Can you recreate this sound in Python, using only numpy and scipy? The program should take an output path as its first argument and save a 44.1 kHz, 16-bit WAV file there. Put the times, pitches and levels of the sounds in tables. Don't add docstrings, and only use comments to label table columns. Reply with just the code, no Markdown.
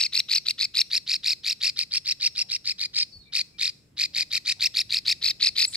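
import sys
import numpy as np
from scipy import signal
from scipy.fft import rfft, irfft
from scipy.io import wavfile
from scipy.ndimage import uniform_filter1d

SR = 44100
rng = np.random.default_rng(int(sys.argv[2]) if len(sys.argv) > 2 else 0)


def generate_wav(sig):
    pcm = np.round(np.clip(np.atleast_2d(sig).T, -1, 1) * 32767).astype(np.int16)
    wavfile.write(sys.argv[1], SR, pcm)


def how_loud(loudness_db):
    steps = np.asarray(loudness_db, float) / 20
    return 10 ** steps


N = 254016
LEAD = 2048
CALL = 7168

# first_click_s, last_full_click_s, closing_click_s,
# click_effort_db, closing_click_over_effort_db
CALLS = [(-.024, .0378, .066, -13.8, -28), (.135, .1769, .203, -14.2, -2),
         (.2977, .3632, .3826, -14.5, -5), (.4684, .4858, .5095, -14.6, -1),
         (.5936, .6324, .6529, -15.3, -10), (.7537, .792, .8166, -12.5, -2),
         (.9158, .9538, .9784, -15.3, -1), (1.0782, 1.1427, 1.1628, -16.4, -19),
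         (1.2451, 1.3072, 1.333, -14.5, -30), (1.4472, 1.5108, 1.5285, -17.6, -9),
         (1.6183, 1.6799, 1.6985, -15.8, -12), (1.7734, 1.8131, 1.8343, -20, -11),
         (1.9214, 1.9581, 1.9799, -20.8, -6), (2.06, 2.0985, 2.1233, -22.5, -4),
         (2.2118, 2.2506, 2.276, -20.5, -5), (2.3622, 2.402, 2.4248, -24, -5),
         (2.5015, 2.539, 2.5634, -22.5, -4), (2.6575, 2.6968, 2.7207, -22.1, -14),
         (2.7949, 2.838, 2.8582, -26.5, -7), (2.9481, 3.0131, 3.0314, -26, -6),
         (3.337, 3.3951, 3.414, -18, -9), (3.5968, 3.6788, 3.6989, -17.5, -18),
              (3.9821, 4.0394, 4.0576, -18.4, -15), (4.149, 4.209, 4.2287, -17.8, -8),
              (4.3179, 4.3554, 4.3778, -18.6, -10), (4.4618, 4.5002, 4.5232, -18.2, -10),
              (4.6086, 4.6463, 4.671, -14.3, -5), (4.7532, 4.7917, 4.8162, -13.8, -7),
              (4.9073, 4.9704, 4.9882, -13.9, -17), (5.065, 5.1029, 5.1267, -11.9, -5),
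              (5.2279, 5.2871, 5.311, -14.7, -12), (5.4125, 5.4719, 5.4893, -12.8, -20),
              (5.5667, 5.6293, 5.6512, -14.8, -5), (5.738, 5.7558, 5.777, -21, -8)]
# start_s, top_pitch_hz, whistle_over_click_db, second_partial_over_mean_arch_db, left_lag_us
HEAD_TURNS = [(0, 2841, -13, 4.5, -42), (.3, 2782, -12.5, 8, -37), (0.469, 2918, -15, 4.5, -49),
              (0.601, 2733, -12, 9, -37), (.8, 2800, -14.5, 7, -37), (0.919, 2747, -13.5, 6, 28),
              (1.5, 2780, -10.5, 5, 18), (1.8, 2755, -12, 3, 65.5), (2.362, 2840, -9.5, 4, 66.5),
              (2.55, 2815, -14, -0.5, 72), (2.8, 2610, -10.5, 7, 75), (2.951, 2720, -11, 6, 89.5),
              (3.34, 2704, -11, 2.5, 53), (4.46, 2690, -7.5, -0.5, 46.5), (4.75, 2773, -12.5, 4.5, 19),
              (5.07, 2706, -13, 7, -4), (5.23, 2742, -14, 8, -43), (5.76, 2742, -8.5, 6, -52)]
# gap_to_next_click_ms, click_db,
# arch_top_ms, top_pitch_share, arch_db, end_pitch_share_of_top
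CYCLES = [
    (17.55, -7, 9.8, .87, -7.5, .81),
    (20.58, 1, 12.26, 0.96, -1.5, .77),
    (24.17, 1, 14.12, 0.99, -3, .75),
    (23.75, 1, 12.9, 0.97, -5.5, .74),
    (24.5, -0.5, 12.63, 0.97, -13.5, .74),
]
# pitch_hz, level_db
TRACT = [(1500, -1.5), (2200, 0), (2800, 2.5), (4300, 4.5), (5000, -1.5), (5600, 4.5), (7000, -6.5),
         (9000, -3.5), (14000, -9)]
OVERTONES = [-6, -29.5, -16.5, -24.5]
# pitch_hz, level_db
BREATH = [(1000, -18.5), (1350, -8), (1700, -12.5), (3300, 1), (4200, 5), (5900, -10.5), (8000, -8),
          (10500, -14), (12500, -20.5), (14500, -29), (15800, -40.5)]
# pitch_hz, level_db
LOW_END = [(600, -36.5), (1250, -8), (1900, -1.5)]
# pitch_hz, level_db_per_us of lag
TURNED_AWAY = [(3000, 0), (4300, 0.0121), (5500, 0.1061), (6500, -0.0004)]
# pitch_hz, t60_s
YARD_DECAY = [(2500, 0.47), (4500, 0.4), (8000, 0.88), (14000, 0.9)]
# peak_s, ring_hz, level_db, swell_ms
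WIRE = [(5.66, 9920, -45, 5.5), (5.68, 7840, -35.5, 7.8), (5.685, 10070, -54, 6.8),
        (5.694, 8850, -51.5, 5.5), (5.701, 10300, -54, 5), (5.711, 8100, -50, 6), (5.724, 8980, -42.5, 13),
        (5.742, 7250, -45, 3.8)]
# peak_s, centre_hz, level_db, length_ms
THUDS = [(.16, 653, -62, 32), (2.45, 630, -71.5, 120), (3.17, 75, -53.5, 40), (4.18, 650, -62.5, 65),
         (4.63, 800, -67.5, 97), (5.27, 66.4, -63, 58)]
# start_s, length_s, start_hz, end_hz, level_db, waver_hz
FAR_BIRD = [(3.115, .07, 4560, 4400, -54, 25), (3.185, .05, 4420, 4330, -58, 40),
            (3.19, .11, 4250, 4000, -65, 220), (3.535, .04, 2330, 2380, -71, 20),
            (3.25, .07, 2350, 2330, -72, 40)]
# pitch_hz, level_db per Hz
FLOOR = [(30, -58), (48, -21), (70, -3.5), (110, 0.5), (250, -8), (500, -16), (900, -27), (2200, -27),
         (5000, -36), (15000, -41.5)]
# pitch_hz, likeness (0 to 1)
SAME = [(30, 1), (125, 0.92), (250, 0.84), (500, 0.3), (1500, .2), (9000, .1)]
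# time_s, level_db
RUMBLE = [(0, -1), (3.7, -0.5), (5, 2.5), (5.76, 2)]

FLOOR_DB = -60
WHOLE_MS, CUT_MS = 23.2, 20.5
CUT_SAG, CUT_PITCH, CUT_DB = 0.85, 0.97, -1.5
FADED_DB, FADED_CUT = -14, 0.63
SCATTER_DB, SCATTER_PITCH = .9, .012
LINGER_S = 0.00435
PAN_DB, PAN_DB_PER_US = 1.1, .022
PATCHY_DB, PATCHY_HZ = 5.5, 8000
TRAY_S, TRAY_DB = .0032, -20


def evened(x):
    return x / np.sqrt(np.mean(x ** 2) + 1e-20)


def read(points, hz):
    f, value = np.transpose(points)
    return np.interp(np.log(hz + 1), np.log(f + 1), value)


def add(mix, s, sound):
    part = mix[..., round(s * SR) + LEAD:][..., :sound.shape[-1]]
    part += sound[..., :part.shape[-1]]


def coloured(x, points):
    hz = np.fft.rfftfreq(len(x), 1 / SR)
    return irfft(rfft(x) * how_loud(read(points, hz)), len(x))


def bump(t, width):
    return np.exp(-.5 * (t / width) ** 2)


def rattle(rows, bright_db, pan_db, lag_us):
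    t = rows[0][0] - .02 + np.arange(CALL) / SR
    voice = sum(click(t - row[0], row[1], 4300 if k else 4150) for k, row in enumerate(rows))
    air = sum(how_loud(row[1] - 16.5) * bump(t - row[0], .0022) for row in rows)
    second_db = bright_db + np.mean([row[4] for row in rows[:-1]])
    for k, (row, after) in enumerate(zip(rows, rows[1:])):
        start = round((row[0] - t[0]) * SR)
        span = slice(start, start + CALL // 4)
        end = after[0] + LINGER_S * (len(after) == 2)
        over_db = second_db - row[4] - 28 * max(row[5] - .87, 0) + (.4 if k else -4.2)
        tone, effort = arch(t[span], row[0], end, *row[2:], over_db, gap=.0042 if k else .0063)
        voice[span] += tone
        air[span] += how_loud(-6.5) * effort
    shared, left, right = rng.standard_normal((3, CALL))
    puff = evened(coloured(shared, [(2400, -15), (3900, -0.5), (5200, -11), (9000, -48.5)]))
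    voice += how_loud(rows[1][1] - 21) * bump(t - rows[0][0] + 0.0069, 0.0041) * puff
    gusts = evened(uniform_filter1d(rng.standard_normal(CALL), 90))
    air *= how_loud(3.5 * gusts - 1.2 + 0.037 * max(lag_us, 0))
    breath = np.array([evened(coloured(shared + 1.3 * own, BREATH)) for own in (left, right)])
    return t[0], at_ports(voice + air * breath, pan_db, lag_us)


def cycles(first, last, close, effort_db, close_db, top_hz, whistle_db):
    reach = np.cumsum([0] + [c[0] / 1000 for c in CYCLES[:-1]])
    count = np.argmin(abs(reach - (last - first)))
    stretch = (last - first) / reach[count]
    shortness = (WHOLE_MS - 1000 * (close - last)) / (WHOLE_MS - CUT_MS)
    cut = np.clip(shortness, FADED_CUT * (close_db <= FADED_DB), 1)
    chance, rows = rng.standard_normal((len(CYCLES), 3)), []
    for k, (_, click_db, top_ms, share, db, sag) in enumerate(CYCLES[:count + 1]):
        broken = cut * (k == count)
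        pitch = top_hz * share * (1 - broken * (1 - CUT_PITCH) + SCATTER_PITCH * chance[k, 1])
        rows.append((first + stretch * reach[k],
                     effort_db + click_db + SCATTER_DB * chance[k, 0],
                     top_ms * stretch,
                     pitch,
                     effort_db + whistle_db + db + broken * CUT_DB + SCATTER_DB * chance[k, 2],
                     sag + broken * (CUT_SAG - sag)))
    return rows + [(close, effort_db + close_db)]


def click(t, db, hz):
    hz = hz * (1 + .025 * rng.standard_normal())
    phase = 2 * np.pi * rng.random()
    ring = bump(t, 0.00094) * np.sin(2 * np.pi * (hz * t + 193000.0 * t ** 2) + phase)
    sweep_turns = 5600 * (t + 0.00084) + 1245000.0 * (t + 0.000797) ** 2
    sweep = bump(t + 0.0017, 0.00047) * np.sin(2 * np.pi * sweep_turns)
    return np.sqrt(2) * how_loud(db) * (ring + how_loud(-21.5) * sweep)


def arch(t, click_s, end, top_ms, top_hz, db, sag, bright_db, gap):
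    top, start, stop = click_s + top_ms / 1000, click_s + gap, end - .002
    rise = np.clip((top - t) / max(top - start, .002), 0, 1.3)
    fall = np.clip((t - top) / max(stop - top - .0015, .002), 0, 1.05)
    linger = np.clip((sag - .85) / 0.2, 0, 1)
    slump = 0.21 * linger * np.clip((t - stop + 0.00033) / 0.0046, 0, 1)
    stop += 0.0022 * linger
    flutter = evened(uniform_filter1d(rng.standard_normal((len(t), 2)), 40, axis=0))
    droop = (1.02 - sag) * fall ** 1.65 + slump
    hz = top_hz * (1 - 0.26 * rise ** 1.733 - droop + .01 * flutter[:, 0])
    gate = np.clip((t - start) / 0.001, 0, 1) * np.clip((stop - t) / 0.0054 + .5, 0, 1)
    effort = gate * how_loud(db - 7.5 * rise ** 1.8 - 1.07 * fall ** 2.1 - 150 * slump)
    turn = 2 * np.pi * (np.cumsum(hz) / SR + rng.random())
    tone = how_loud(read(TRACT, hz) - read(TRACT, top_hz)) * np.sin(turn)
    for k, over_db in enumerate([bright_db] + OVERTONES, 2):
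        partial_db = over_db + read(TRACT, k * hz) + 2.62 * flutter[:, 1]
        tone += how_loud(partial_db) * np.sin(k * turn + k)
    return np.sqrt(2) * effort * tone, effort


def at_ports(sound, pan_db, lag_us):
    hz, side = np.fft.rfftfreq(CALL, 1 / SR), np.array([[.5], [-.5]])
    bands = evened(uniform_filter1d(rng.standard_normal(len(hz)), size=120))
    patchy_db = PATCHY_DB * bands * np.clip(hz / PATCHY_HZ - 1, 0, .3) / 0.4
    shade_db = read(LOW_END, hz) + read(TURNED_AWAY, hz) * max(lag_us, 0) + patchy_db
    level_db = side * pan_db * (hz < PATCHY_HZ) + shade_db
    delay = np.exp(-2j * np.pi * np.minimum(hz, 6000) * side * lag_us * 1e-6)
    ports = irfft(rfft(sound) * how_loud(level_db) * delay, CALL)
    return ports / np.cos(np.pi * 4200 * lag_us * 1e-6) ** 0.88


def yard(x, near_db):
    t = np.arange(1024) / SR
    near = rng.standard_normal((2, 1024)) * how_loud(-60 * t / 0.03) * (t > .0012)
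    taps, slots = np.zeros((2, SR)), np.arange(500, SR - 20, 20)
    at = slots + rng.integers(0, 20, (2, len(slots)))
    np.put_along_axis(taps, at, rng.choice([-1., 1.], at.shape), 1)
    hz, t, z = signal.stft(taps, SR, nperseg=256)
    z = z * how_loud(-60 * t / read(YARD_DECAY, hz)[:, None])
    tail = signal.istft(z, SR, nperseg=256)[1][:, :SR // 2]
    far = signal.oaconvolve(x, how_loud(-21.5) * tail / np.linalg.norm(tail[0]), axes=1)
    close = signal.oaconvolve(x * how_loud(near_db), near / np.linalg.norm(near[0]), axes=1)
    tray = how_loud(TRAY_DB) * np.roll(x, round(TRAY_S * SR), axis=1)
    return far[:, :x.shape[1]] + close[:, :x.shape[1]] + tray


def cage_wire(out):
    t = np.arange(-3000, 3000) / SR
    for s, hz, db, ms in WIRE:
        scrape = coloured(rng.standard_normal(len(t)), [(5500, -15), (7500, 7), (12500, -15), (15500, -23)])
        ring = how_loud(db + 2) * bump(t, ms / 1900) * np.sin(2 * np.pi * hz * t)
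        add(out, s + t[0], ring + how_loud(-54) * bump(t, 0.0085) * evened(scrape))


def thuds(out):
    t = np.arange(-3000, 3000) / SR
    for s, hz, db, ms in THUDS:
        band = [(hz / 3, -24), (hz / 1.5, 0), (hz * 1.3, -2), (hz * 3, -50)]
        noise = coloured(rng.standard_normal(len(t)), band)
        add(out, s + t[0], how_loud(db) * bump(t, ms / 2000) * evened(noise))


def far_bird(out):
    for s, length, hz0, hz1, db, waver_hz in FAR_BIRD:
        hz = np.linspace(hz0, hz1, round(length * SR))
        waver = evened(uniform_filter1d(rng.standard_normal((CALL, 2)), 150, axis=0))[:len(hz)]
        turn = 2 * np.pi * np.cumsum(hz + waver_hz * waver[:, 0]) / SR
        tone = np.sin(turn) + how_loud(-28.5) * np.sin(2 * turn)
        add(out, s, how_loud(db + 4 + 1.4 * waver[:, 1]) * tone * signal.windows.tukey(len(hz), .4))


def traffic_floor():
    frames, hz = N // 256 + 5, np.fft.rfftfreq(1024, 1 / SR)
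    a, b, c, d, patches = rng.standard_normal((frames, 513, 5)).T
    patches = evened(uniform_filter1d(uniform_filter1d(patches, 8, axis=0), 14, axis=1))
    swell_db = np.interp(np.arange(frames) * 256 / SR, *np.transpose(RUMBLE))
    same, left = np.clip(read(SAME, hz), -1, 1)[:, None], a + 1j * b
    z = np.array([left, same * left + np.sqrt(1 - same ** 2) * (c + 1j * d)])
    patch_db = (0.3 + 0.73 * bump(np.log((hz + 1) / 700), .45))[:, None] * patches
    traffic_db = (hz < 900)[:, None] * (swell_db - swell_db.mean())
    z *= how_loud(read(FLOOR, hz)[:, None] + patch_db + traffic_db)
    return how_loud(FLOOR_DB) * evened(signal.istft(z, nperseg=1024, noverlap=768)[1][:, :N])


def scene():
    bird, others = np.zeros((2, N + LEAD)), np.zeros(N + LEAD)
    s, *pose = np.transpose(HEAD_TURNS)
    for call in CALLS:
        top_hz, whistle_db, bright_db, lag_us = (np.interp(call[0], s, column) for column in pose)
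        pan_db = PAN_DB + PAN_DB_PER_US * max(-lag_us, 0)
        add(bird, *rattle(cycles(*call, top_hz, whistle_db), bright_db, pan_db, lag_us))
    cage_wire(others)
    thuds(others)
    far_bird(others)
    near_db = -10.5 + 0.017 * np.interp((np.arange(N + LEAD) - LEAD) / SR + .03, s, pose[-1])
    echo = yard(bird + how_loud(14) * others, near_db)
    return (bird + others + echo)[:, LEAD:] + traffic_floor()


def low_pass(x):
    return signal.sosfilt(signal.butter(12, 15850, fs=SR, output="sos"), x)


def record(dry):
    dull = signal.oaconvolve(dry, signal.firwin(255, 15800, fs=SR)[None], "same")
    return low_pass(dull)


dry = scene()
out = record(dry)
generate_wav(out)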